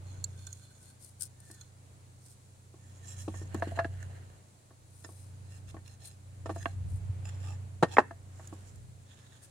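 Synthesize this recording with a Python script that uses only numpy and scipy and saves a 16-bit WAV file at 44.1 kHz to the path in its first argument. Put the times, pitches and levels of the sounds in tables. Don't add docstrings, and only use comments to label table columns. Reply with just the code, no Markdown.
import sys
import numpy as np
from scipy import signal
from scipy.fft import rfft, irfft, next_fast_len
from scipy.io import wavfile
from scipy.ndimage import map_coordinates

SR = 44100
rng = np.random.default_rng(int(sys.argv[2]) if len(sys.argv) > 2 else 0)


def file_out(sig):
    cols = np.atleast_2d(sig).T
    lim = np.clip(cols, -1, 1)
    pcm = np.round(lim * 32767).astype(np.int16)
    wavfile.write(sys.argv[1], SR, pcm)


N = 418950


# time in seconds, level in dB,
# extra thud in dB, extra brightness in dB.
KNOCKS = [ (1.5, -54, 6, 0), (2.74, -54, 7, -20), (3.279, -33, 6.5, -20), (3.34, -48, -1.5, -3),
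          (3.415, -45, 8.5, -3), (3.545, -31.5, 9, -11), (3.672, -37.5, 13, -17), (4.706, -58.5, -2, -11),
          (5.089, -52.5, -2, -18), (5.743, -45.5, -1.5, -34), (5.765, -49.5, -1, -4),
          (6.493, -34.5, 3, -18), (6.499, -37.5, -7, -12.5), (8.395, -51, -10, -11),
          (8.526, -43.5, 5.5, -29)]
TAP_DB, RING_HALVES_DB = -49, 45.5
# time in seconds,
# level in dB, extra thud in dB, extra brightness in dB, ring length factor (short: tight grip).
CLAPS = [(3.622, -28, -10.5, -9, 0.69), (3.718, -41, -6, -39, 0.71), (3.773, -38, -14.5, -18, 2.5),
         (3.789, -25, -21, -4, 1.1), (3.845, -35, 0, 0.5, 0.6), (3.851, -38, 3, 0, 0.49),
         (6.56, -41, -3, -17, 1), (8.108, -42.5, -5.5, -8, 0.9)]
LOOSE_TAPS = [(5.046, -46, 1, 2, 1.3), (6.458, -38, -3, -9, 1.4)]
EDGE_CLAPS = [(6.656, -29, -1.1, 0.5, 0.91)]
DROPS = [(7.8252, -16.5, -1, -14.5, 0.63), (7.8312, -26.5, -3.5, 5.5, 0.53), (7.841, -33, 5, -2, 1)]
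CORNER_HITS = [(7.968, -23.5, -1, 0.5, 0.91)]
SLAMS = [(7.9838, -13.5, 0.5, -1.3, 0.76), (7.9912, -26, -8, -2, 1)]
# time in seconds, peak in dB, pitch in Hz.
AIR_CLAP = (7.9841, -2, 960)

# pitch in Hz, level in dB, ring time in seconds.
PLANK = [(164, -25, 0.19), (213.5, -11.5, 0.17), (320, -3, 0.093), (362, -10.5, 0.1), (518, -9, 0.092),
         (652, -6.5, 0.1), (685, 10, 0.024), (776, -6, 0.12), (902, -8, 0.13), (1110, 0, 0.069),
         (1110, -1, 0.017), (1230, -15, 0.03), (1440, -8, 0.02), (1658, -31, 0.021), (1800, -9, 0.11),
         (2420, -18, 0.021)]
HELD_BOARD = [(330, -9, 0.065), (675, 5, 0.1), (934, 0, 0.023), (1210, -3, 0.029), (1175, -16, 0.023),
              (1660, -9.5, 0.083), (1710, 1.5, 0.04), (2730, -22.5, 0.085), (4220, -28, 0.058)]
LOOSE_BOARD = [(654, -6.5, 0.068), (1335, -15, 0.061), (1800, -2, 0.038), (2700, -20, .05),
               (3500, -15, .028), (3940, -17, .05), (5180, -7, 0.03), (6730, -6, 0.027), (7241, -13, 0.029)]
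THREE_BOARDS = [(290, -7, 0.043), (684, 1, .085), (790, -13, 0.17), (1120, 2, 0.032), (1450, -11, 0.049),
                (1603, -3, 0.057), (1790, 2.5, 0.022), (2200, -4, 0.024), (2750, -6.5, .028),
                (3330, -11, .025), (4200, -23, .03)]
LOADED_PLANK = [(160, -4.5, 0.12), (280, -7, .085), (498.4, -10, 0.073), (693.6, 3, 0.048), (865, -5, .07),
                (1041, -6, .06), (1142, -8, .065), (1240, -2.5, .044), (1533, -12, .07),
                (1697, -11.5, .068), (1836, -13.5, 0.13), (2180, -20.5, .07), (4000, -11, 0.033)]
CORNER = [(318, -14.5, .04), (657, -3, 0.04), (1130, 2, 0.033), (1230, -4, .02), (1623, -7, 0.028),
          (1890, 2, 0.029), (2090, 4.5, 0.015), (2480, -8.5, .018), (3250, -12.5, 0.021), (3680, -14, 0.02)]
STACK = [(296.7, -21.5, 0.099), (351, -14.5, 0.11), (520.5, -18.5, 0.088), (613, -14, .1), (845, 3, 0.044),
         (960, 3, 0.026), (1120, -9, 0.045), (1246, -0.5, 0.033), (1500, -7.5, 0.022), (1720, -4.5, .039),
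         (1834, -7.5, 0.062), (2560, -23.5, 0.067), (2640, -11, .04)]
# frequency in Hz, level in dB.
CROWDED_NOTES = [(120, -15.5), (300, 4.5), (1000, -1), (1850, -7), (2250, -24.5), (2700, -27), (3100, -34),
                 (4000, -29), (16000, -61.5)]
# frequency in Hz, level in dB.
CRUNCH = [(500, -43), (1500, -21.5), (2500, 14.5), (4500, 7), (7000, 3), (9500, 1.5), (12000, -25),
          (16000, -29)]

# time of fastest motion in seconds, rise in seconds,
# fall in seconds, drive of the wood's singing in dB, drive of the surface hiss in dB.
SLIDES = [(.13, 0.11, 0.19, -67.5, -76), (.5, 0.27, 0.3, -64.5, -64), (.87, 0.13, 0.1, -67, -62.5),
          (1.54, 0.15, 0.19, -69.5, -72), (2.98, 0.29, .2, -71, -89), (3.145, 0.15, 0.12, -56.5, -65),
          (3.205, 0.024, 0.12, -66, -61.5), (3.36, 0.08, 0.085, -60.5, -66), (3.68, 0.28, 0.2, -58, -70.5),
          (3.765, 0.017, .03, -55.5, -80), (3.97, 0.16, 0.52, -64.5, -78), (5.55, 0.12, 0.064, -64.5, -72),
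          (5.7, 0.033, 0.017, -60.5, -72), (5.88, 0.039, 0.086, -63, -76), (6.035, 0.046, 0.135, -63, -70),
          (6.6, 0.15, 0.17, -63.5, -70.5), (7.26, 0.036, 0.22, -64, -76.5), (7.46, 0.069, 0.12, -58, -70),
          (7.935, 0.06, 0.097, -56.5, -70), (8.56, 0.34, 0.3, -66.5, -75), (9.15, 0.2, 0.43, -68.5, -93)]
# time of fastest motion in seconds, rise in seconds,
# fall in seconds, drive of the surface hiss in dB.
BRUSHES = [(1.065, 0.077, 0.071, -59), (1.228, 0.037, 0.054, -48), (1.49, 0.12, 0.08, -63.5),
           (2.3, 0.11, 0.066, -62), (5.13, 0.31, 0.19, -65), (6.068, 0.036, 0.034, -55.5),
           (6.94, 0.091, 0.051, -65.5), (9.441, 0.023, 0.028, -57)]
BRUSH_SING_DB = -17.5
STROKE_SHAPE = 1.1
UNEVEN_DB, UNEVEN_PER_S = 1.2, 16
# time in seconds,
# drive of the wood's singing in dB, drive of the surface hiss in dB.
SNAPS = [ (.2405, -20.5, -51), (0.468, -31.5, -52), (0.528, -37.5, -51), (1.208, -62, -34.5),
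         (1.22, -59, -34.5), (1.231, -49, -36.5), (1.402, -65, -50.5), (1.512, -62, -44.5),
         (1.545, -47, -60), (1.61, -41, -53), (3.544, -32, -68), (3.596, -38, -70), (4.027, -43, -62),
         (6.053, -48, -57), (6.072, -48, -57), (7.831, -31.5, -55.5), (8.472, -39.5, -63),
         (8.536, -49, -60.5), (8.757, -45.5, -62)]
# time in seconds, drive in dB.
TICKS = [(0.471, -47), (0.575, -63), (1.612, -51), (4.028, -48), (4.299, -56), (5.04, -53), (5.877, -53.5),
         (7.253, -48.5)]
CATCHES_PER_S, CATCH_DB = 9, -1
FIBRES_PER_S, FIBRE_DB, FIBRE_SCATTER_DB, FIBRE_T60 = 420, -3, 4.2, .003
GRIP_SWAY_S, GRIP_PER_S = .0004, 14
# pitch in Hz, width in Hz, level in dB.
FIRST_BOARD = [(1536, 60, 16), (2540, 180, -4), (3550, 90, 10), (4246, 83, 15.5), (6340, 1200, -0.5),
               (6740, 200, 12.5), (7270, 88, 9.5)]
SECOND_BOARD = [(1830, 54, 6.5), (2900, 150, -10), (3360, 150, -5.5), (4100, 170, -6.5), (5750, 160, -3),
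                (6700, 170, 4), (7360, 220, 2), (8500, 210, -11), (9000, 250, -5)]
SECOND_ON_EDGE = [(444, 320, 12.5), (644, 230, 9.5), (1700, 350, 4.5), (2800, 300, -4), (4100, 260, -4.5),
                  (6940, 1440, -10)]
THIRD_BOARD = [(770, 120, 7), (1820, 140, 6.5), (2750, 200, 1.5), (3500, 350, 0), (4130, 130, 6),
               (5220, 130, 2), (5500, 210, -1), (6660, 290, 5), (7570, 270, 2), (9100, 500, -3)]
FOURTH_BOARD = [(854, 72, 14), (1216, 73, 6), (1730, 340, 3.5), (2684, 200, 3), (3370, 520, -3.5),
                (4140, 98, -2.5), (5090, 150, 0.5), (5730, 260, -1.5), (7160, 180, 6.5)]
STACK_SHUFFLED = [(1750, 460, 2.5), (3270, 1600, -9), (5715, 1400, -13), (7200, 900, 1.5)]
STACK_SQUEEZED = [(1800, 250, 7), (2740, 340, -5), (3560, 690, 5), (5300, 530, -4), (6660, 450, 2.5),
                  (7600, 500, -19.5)]
RUBBED = [FIRST_BOARD, SECOND_BOARD, SECOND_ON_EDGE, THIRD_BOARD, FOURTH_BOARD,
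          STACK_SHUFFLED, STACK_SQUEEZED]
RUBBED_FROM_S = [0, 2.6, 3.48, 4.8, 7.0, 8.2, 8.93]
# frequency in Hz, level in dB.
SKIN = [(800, -31), (2500, -23.5), (5000, -3), (7000, -4.5), (8700, 6.5), (10400, -2), (12000, -8.5),
        (16000, -16)]
# time in seconds, left over right in dB.
HAND_SIDE = [(0.5, -3), (1.22, 7), (1.7, -5), (6.07, 9.5), (9.4, 2)]
# time of fastest motion in seconds,
# rise in seconds, fall in seconds, pitch in Hz, level in dB.
SQUEAKS = [(1.49, .14, 0.18, 1794, -70)]
SQUEAK_WAVER_HZ, SQUEAK_ROUGH_DB = 26, 3.5
# time in seconds, level in dB before a soft onset and small trim.
BUMPS = [(6.928, -20), (7.096, -17)]

# frequency in Hz, fade time in seconds.
YARD = [(150, 0.72), (700, 0.15), (2000, 0.38), (8000, 0.25)]
# peak time in seconds, strength in dB,
# rise in seconds, fall in seconds.
GUSTS = [(0.11, -8.5, 0.11, 0.31), (1.55, -23, 0.72, 0.93), (3.74, -4, 0.53, 0.34),
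         (5.5, -12.5, 0.38, 0.38), (7.051, -2, 0.5, 0.69), (8.501, -15, 0.37, 0.49)]
LULL_DB = -28.5
GUST_SHAPE = 2.49
HUM_DB, HUM_HZ = -36.5, 93.2
REV_S, REV_HZ = 7.85, 0.75
# pitch in Hz, level in dB at average swell.
DRONE = [(121.3, -58), (148, -68), (188, -73), (281, -80)]
BUFFET_DB, BUFFET_CALM_DB, BUFFET_GROWS = -47, -68, 1
AIR_DB, AIR_CALM_DB, AIR_GROWS = -57, -67, 0.53
# time in seconds, added buffeting in dB.
PUFFS = [(5.659, -57), (6.95, -47.5), (8.8, -58)]
PUFF_S = 0.16
# frequency in Hz, level in dB.
BUFFET = [(20, -41), (35, -13), (55, 0), (80, 2.5), (115, -3), (160, -7.5), (240, -28.5), (500, -53),
          (1000, -92)]
# frequency in Hz, level in dB.
AIR = [(60, -3), (160, 4), (300, -0.5), (600, -4.5), (1200, -13), (2400, -15.5), (4500, -24.5),
       (16000, -48)]
# frequency in Hz, side over middle in dB.
WIDTH = [(110, -12), (380, -6.5), (900, 4.5), (2400, -1)]
# frequency in Hz, level in dB.
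STEADY_HISS = [(1000, -22), (3000, -8.5), (4200, -1.5), (5200, -5.5), (7500, 2), (10400, -4), (11600, -13),
               (16000, -16)]
# frequency in Hz, left over right in dB.
PORTS = [(3000, 0.5), (4500, -1), (6000, -5.5), (7300, -4), (8500, 3.5), (9800, 9), (12000, 5.5),
         (16000, -0.5)]
TOP_HZ = 15850


def amp(db):
    return 10 ** (np.asarray(db) / 20)


def unit(x):
    return x / np.sqrt(np.mean(x ** 2) + 1e-20)


def fade(t, t60):
    return np.exp(-np.log(1000) * t / np.maximum(t60, 1e-3))


def along(points, hz):
    f, v = np.transpose(points)
    return np.interp(np.log(hz + 1), np.log(f + 1), v)


def wobble(rate, size=N):
    points = rng.standard_normal(int(size * rate / SR) + 4)
    return map_coordinates(points, [np.arange(size) * rate / SR])


def filtered(x, response):
    n = x.shape[-1]
    m = next_fast_len(n + 4096)
    return irfft(rfft(x, m) * response(np.fft.rfftfreq(m, 1 / SR)), m)[..., :n]


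def pair(size, alike):
    a, b = rng.standard_normal((2, size))
    turn = np.arccos(np.clip(alike, -1, 1)) / 2
    return np.cos(turn) * a + np.sin(turn) * np.array([b, -b])


def noise(spectrum, size, alike):
    return unit(filtered(pair(size, alike), lambda hz: amp(along(spectrum, hz))))


def add(track, s, sound):
    part = track[:, max(round(s * SR), 0):][:, :sound.shape[-1]]
    part += sound[..., :part.shape[-1]]


def boards():
    landings = []
    for s, db, thud, bright in KNOCKS:
        length = .5 ** ((db - TAP_DB) / RING_HALVES_DB)
        landings.append((s, db, thud, bright, length))
    knocks = blows(landings, PLANK, thud_db=8.0, bright_db=14.0, dense_db=0.0, dense_t60=0.075,
                   contact_hz=2600, spread=0.41, grit_db=-17, attack_s=0.00068, pan_db=-1.0)
    claps = blows(CLAPS, HELD_BOARD, thud_db=8, bright_db=7.5, dense_db=-0.5, dense_t60=0.067,
                  contact_hz=4300, spread=0.36, grit_db=-20, attack_s=0.00079, pan_db=0.5)
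    taps = blows(LOOSE_TAPS, LOOSE_BOARD, thud_db=4, bright_db=0.5, dense_db=-4, dense_t60=0.05,
                 contact_hz=9000, spread=0.39, grit_db=-12, attack_s=.0008, pan_db=-3.0)
    edge = blows(EDGE_CLAPS, THREE_BOARDS, thud_db=2, bright_db=3.5, dense_db=7, dense_t60=0.034,
                 contact_hz=3720, spread=0.4, grit_db=-29, attack_s=0.0011, pan_db=-4.5)
    drop = blows(DROPS, LOADED_PLANK, thud_db=-0.5, bright_db=1, dense_db=1.5, dense_t60=0.084,
                 contact_hz=4760, spread=0.25, grit_db=-16.5, attack_s=.0016, pan_db=-0.2)
    corner = blows(CORNER_HITS, CORNER, thud_db=-1, bright_db=1.5, dense_db=-0.5, dense_t60=0.035,
                   contact_hz=3900, spread=0.15, grit_db=-37, attack_s=.0011, pan_db=-2.0)
    slam = blows(SLAMS, STACK, thud_db=-2.5, bright_db=0.5, dense_db=-1.5, dense_t60=0.077,
                 contact_hz=3390, spread=0.39, grit_db=-23, attack_s=0.00063, pan_db=-1.3)
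    return knocks + claps + taps + edge + drop + corner + slam + air_clap()


def blows(rows, modes, thud_db, bright_db, dense_db, dense_t60, contact_hz, spread, grit_db,
          attack_s, pan_db):
    out, t = np.zeros((2, N)), np.arange(SR // 4) / SR
    hz, mode_db, t60 = np.transpose(modes)
    contact = signal.butter(3, [85, min(contact_hz, SR / 3)], "bandpass", fs=SR, output="sos")
    press = 1 - np.exp(-(t / attack_s) ** 2)
    for s, db, thud, bright, length in rows:
        low, high = thud + thud_db, bright + bright_db
        tone = [(340, low), (620, 0.002), (1100, 0), (1800, high), (3200, 1.6 * high)]
        size = amp(mode_db + along(tone, hz) + rng.normal(0, 1, len(hz)))
        sign = (-1) ** np.arange(len(hz))
        skew = spread * sign * np.minimum(hz / 1000, 2) * rng.uniform(.8, 1.2, len(hz))
        swing = size[:, None] * fade(t, length * t60[:, None])
        phase = 2 * np.pi * hz[:, None] * t
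        ring = np.array([(swing * np.sin(phase + side * skew[:, None])).sum(0) for side in (1, -1)])
        crowd = noise(CROWDED_NOTES, size=len(t), alike=.75)
        crowd = filtered(crowd, lambda f: amp(along(tone, f))) * fade(t, length * dense_t60)
        wood = signal.sosfilt(contact, (ring + amp(dense_db) * crowd) * press)
        wood /= np.sqrt(np.mean(wood[:, :SR // 100] ** 2))
        crunch = amp(grit_db) * noise(CRUNCH, size=len(t), alike=0.054)
        crunch *= fade(t, 0.069) * (1 - np.exp(-t / 0.0018))
        add(out, s, amp(db) * (wood + crunch))
    return out * amp(np.array([[.5], [-.5]]) * pan_db)


def air_clap():
    s, db, hz = AIR_CLAP
    u = np.pi * hz * (np.arange(N) / SR - s)
    return amp(db) * (1 - 2 * u ** 2) * np.exp(-u ** 2)


def rubbing(wood_rough_db, skin_rough_db, slip_db):
    strokes, snaps, ticks = pressure(snap_t60=0.016)
    wood_force, skin_force = strokes * amp(slip_db * wobble(45))
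    grains = amp(FIBRE_DB) * fibres(FIBRES_PER_S, FIBRE_SCATTER_DB)
    friction = unit(pair(N, 0.086) * amp(wood_rough_db * wobble(220)) + grains)
    high_only = signal.butter(3, 5600, "highpass", fs=SR, output="sos")
    sharp = amp(-5.5) * signal.sosfilt(high_only, snaps[0] * pair(N, 0.4))
    drive = wood_force * friction + ticks * pair(N, 0.36) + sharp

    wood = np.zeros((2, N))
    for start, end, modes in zip(RUBBED_FROM_S, RUBBED_FROM_S[1:] + [N / SR], RUBBED):
        part = drive[:, round(start * SR):round(end * SR)]
        add(wood, start, singing(part, modes, wander_db=3.0, wander_per_s=22.56))
    bent = np.arange(N) + GRIP_SWAY_S * SR * wobble(GRIP_PER_S)
    wood = np.array([map_coordinates(channel, [bent]) for channel in wood])

    surface = pair(N, 0.12) * amp(skin_rough_db * wobble(400)) + grains
    hiss = unit(filtered(surface, lambda hz: amp(along(SKIN, hz))))
    skin = (skin_force + snaps[1]) * hiss
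    side_s, side_db = np.transpose(HAND_SIDE)
    side_db = np.interp(np.arange(N) / SR, side_s, side_db)
    return wood * amp([[0.8], [4.4]]) + skin * amp(-0.36 + np.array([[.5], [-.5]]) * side_db)


def pressure(snap_t60):
    strokes, snaps = np.zeros((2, 2, N))
    brushes = [(*times, db + BRUSH_SING_DB, db) for *times, db in BRUSHES]
    for fastest, rise, fall, *db in SLIDES + brushes:
        add(strokes, fastest - rise, amp(db)[:, None] * stroke(rise, fall))
    strokes *= amp(UNEVEN_DB * wobble(UNEVEN_PER_S))

    t = np.arange(SR // 10) / SR
    release = amp(9) * fade(t, snap_t60) * (1 - np.exp(-t / 0.0017))
    for s, *db in SNAPS:
        add(snaps, s, amp(db)[:, None] * release)
    for i in np.flatnonzero(rng.random(N) < CATCHES_PER_S / SR):
        add(snaps, i / SR, amp(CATCH_DB) * strokes[:, i, None] * release)
    ticks = np.zeros((1, N))
    for s, db in TICKS:
        add(ticks, s, amp(db) * release)
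    return strokes, snaps, ticks


def stroke(rise, fall):
    t = np.arange(round((rise + fall) * SR)) / SR
    progress = np.interp(t, [0, rise, rise + fall], [0, 1, 0])
    return np.abs(np.sin(np.pi / 2 * progress)) ** STROKE_SHAPE


def fibres(per_s, scatter_db):
    t = np.arange(SR // 200) / SR
    starts = rng.random(N) < per_s / SR
    sizes = starts * amp(scatter_db * np.minimum(rng.exponential(size=N), 3))
    return unit(signal.fftconvolve(sizes, fade(t, FIBRE_T60))[:N] * pair(N, 0.24))


def singing(drive, modes, wander_db, wander_per_s):
    def resonance(f, centre, width, db):
        peak = centre * width / (centre * centre - f * f + 1j * f * width)
        return amp(db) * peak * f / (f - 1200j)

    grid = np.fft.rfftfreq(SR // 4, 1 / SR)
    total = np.sqrt(np.mean(abs(sum(resonance(grid, *m) for m in modes)) ** 2))
    out = np.zeros(drive.shape)
    for m in modes:
        note = filtered(drive, lambda f: resonance(f, *m))
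        out += note * amp(wander_db * wobble(wander_per_s, size=drive.shape[1]))
    return out / total


def squeaks():
    out = np.zeros((2, N))
    for fastest, rise, fall, hz, db in SQUEAKS:
        speed = stroke(rise, fall)
        turns = np.cumsum(hz + SQUEAK_WAVER_HZ * wobble(81, size=len(speed))) / SR
        level = amp(db + SQUEAK_ROUGH_DB * wobble(55, size=len(speed))) * speed
        add(out, fastest - rise, level * np.sin(2 * np.pi * turns))
    return out


def bumps(hz, t60):
    out, t = np.zeros((2, N)), np.arange(SR // 4) / SR
    boom = np.sin(2 * np.pi * hz * t) * fade(t, t60) * (1 - np.exp(-t / 0.0074))
    for s, db in BUMPS:
        add(out, s, amp(db - 0.5) * boom)
    return out


def yard(x):
    hz, t, z = signal.stft(rng.standard_normal((2, SR // 2)), SR, nperseg=256)
    tail = signal.istft(z * fade(t, along(YARD, hz)[:, None]), SR, nperseg=256)[1]
    return signal.fftconvolve(x, tail / np.linalg.norm(tail[0]), axes=1)[:, :N]


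def engine():
    revved = np.arange(N) / SR > REV_S
    turns = np.cumsum(HUM_HZ + REV_HZ * revved + .5 * wobble(6.3)) / SR
    swell_db = HUM_DB + 20 * np.log10(gusts())
    hum = amp(swell_db + 1.3 * wobble(12.0)) * np.sin(2 * np.pi * turns)
    for hz, db in DRONE:
        level = db + 0.45 * (swell_db - swell_db.mean()) + 1.2 * wobble(6.3)
        hum += amp(level) * np.sin(2 * np.pi * np.cumsum(hz + 0.91 * wobble(5.7)) / SR)
    loudness, lead = amp([[-.9], [.9]]), 0.00025 * np.array([[-1], [1]])
    return filtered(np.sqrt(2) * hum, lambda hz: loudness * np.exp(1j * np.pi * hz * lead))


def gusts():
    t = np.arange(N) / SR
    power = amp(LULL_DB) ** 2
    for s, db, rise, fall in GUSTS:
        distance = abs(t - s) / np.where(t < s, rise, fall)
        power = power + amp(db) ** 2 * np.exp(-distance ** GUST_SHAPE)
    return np.sqrt(power)


def breeze():
    gust, t = gusts(), np.arange(N) / SR
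    eddies = sum(amp(db) * np.exp(-((t - s) / PUFF_S) ** 2) for s, db in PUFFS)
    buffet_level = np.hypot(amp(BUFFET_CALM_DB), amp(BUFFET_DB) * gust ** BUFFET_GROWS) + eddies
    air_level = np.hypot(amp(AIR_CALM_DB), amp(AIR_DB) * gust ** AIR_GROWS)
    buffet = buffet_level * amp(1.7 * wobble(5.3)) * noise(BUFFET, size=N, alike=0.29)
    air = air_level * amp(1.3 * wobble(3.6)) * outdoors(AIR)
    hiss = amp(-68.0 + 0.53 * wobble(3.284)) * noise(STEADY_HISS, size=N, alike=0.064)
    return buffet + air + hiss


def outdoors(spectrum):
    mid, side = filtered(rng.standard_normal((2, N)), lambda hz: amp(along(spectrum, hz)))
    side = filtered(side, lambda hz: amp(along(WIDTH, hz)))
    return unit(np.array([mid + side, mid - side]))


def scene():
    hits = boards()
    rubs = rubbing(wood_rough_db=2.0, skin_rough_db=2.0, slip_db=1.83)
    handling = rubs + squeaks() + bumps(hz=99.7, t60=0.086)
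    return hits + amp(-24.5) * yard(hits) + handling + engine() + breeze()


def record(dry):
    ports = filtered(dry, lambda hz: amp(np.array([[.5], [-.5]]) * along(PORTS, hz)))
    rounded = ports / (1 + abs(ports / .98) ** 10) ** .1
    return filtered(rounded, lambda hz: hz < TOP_HZ)


dry = scene()
out = record(dry)
file_out(out)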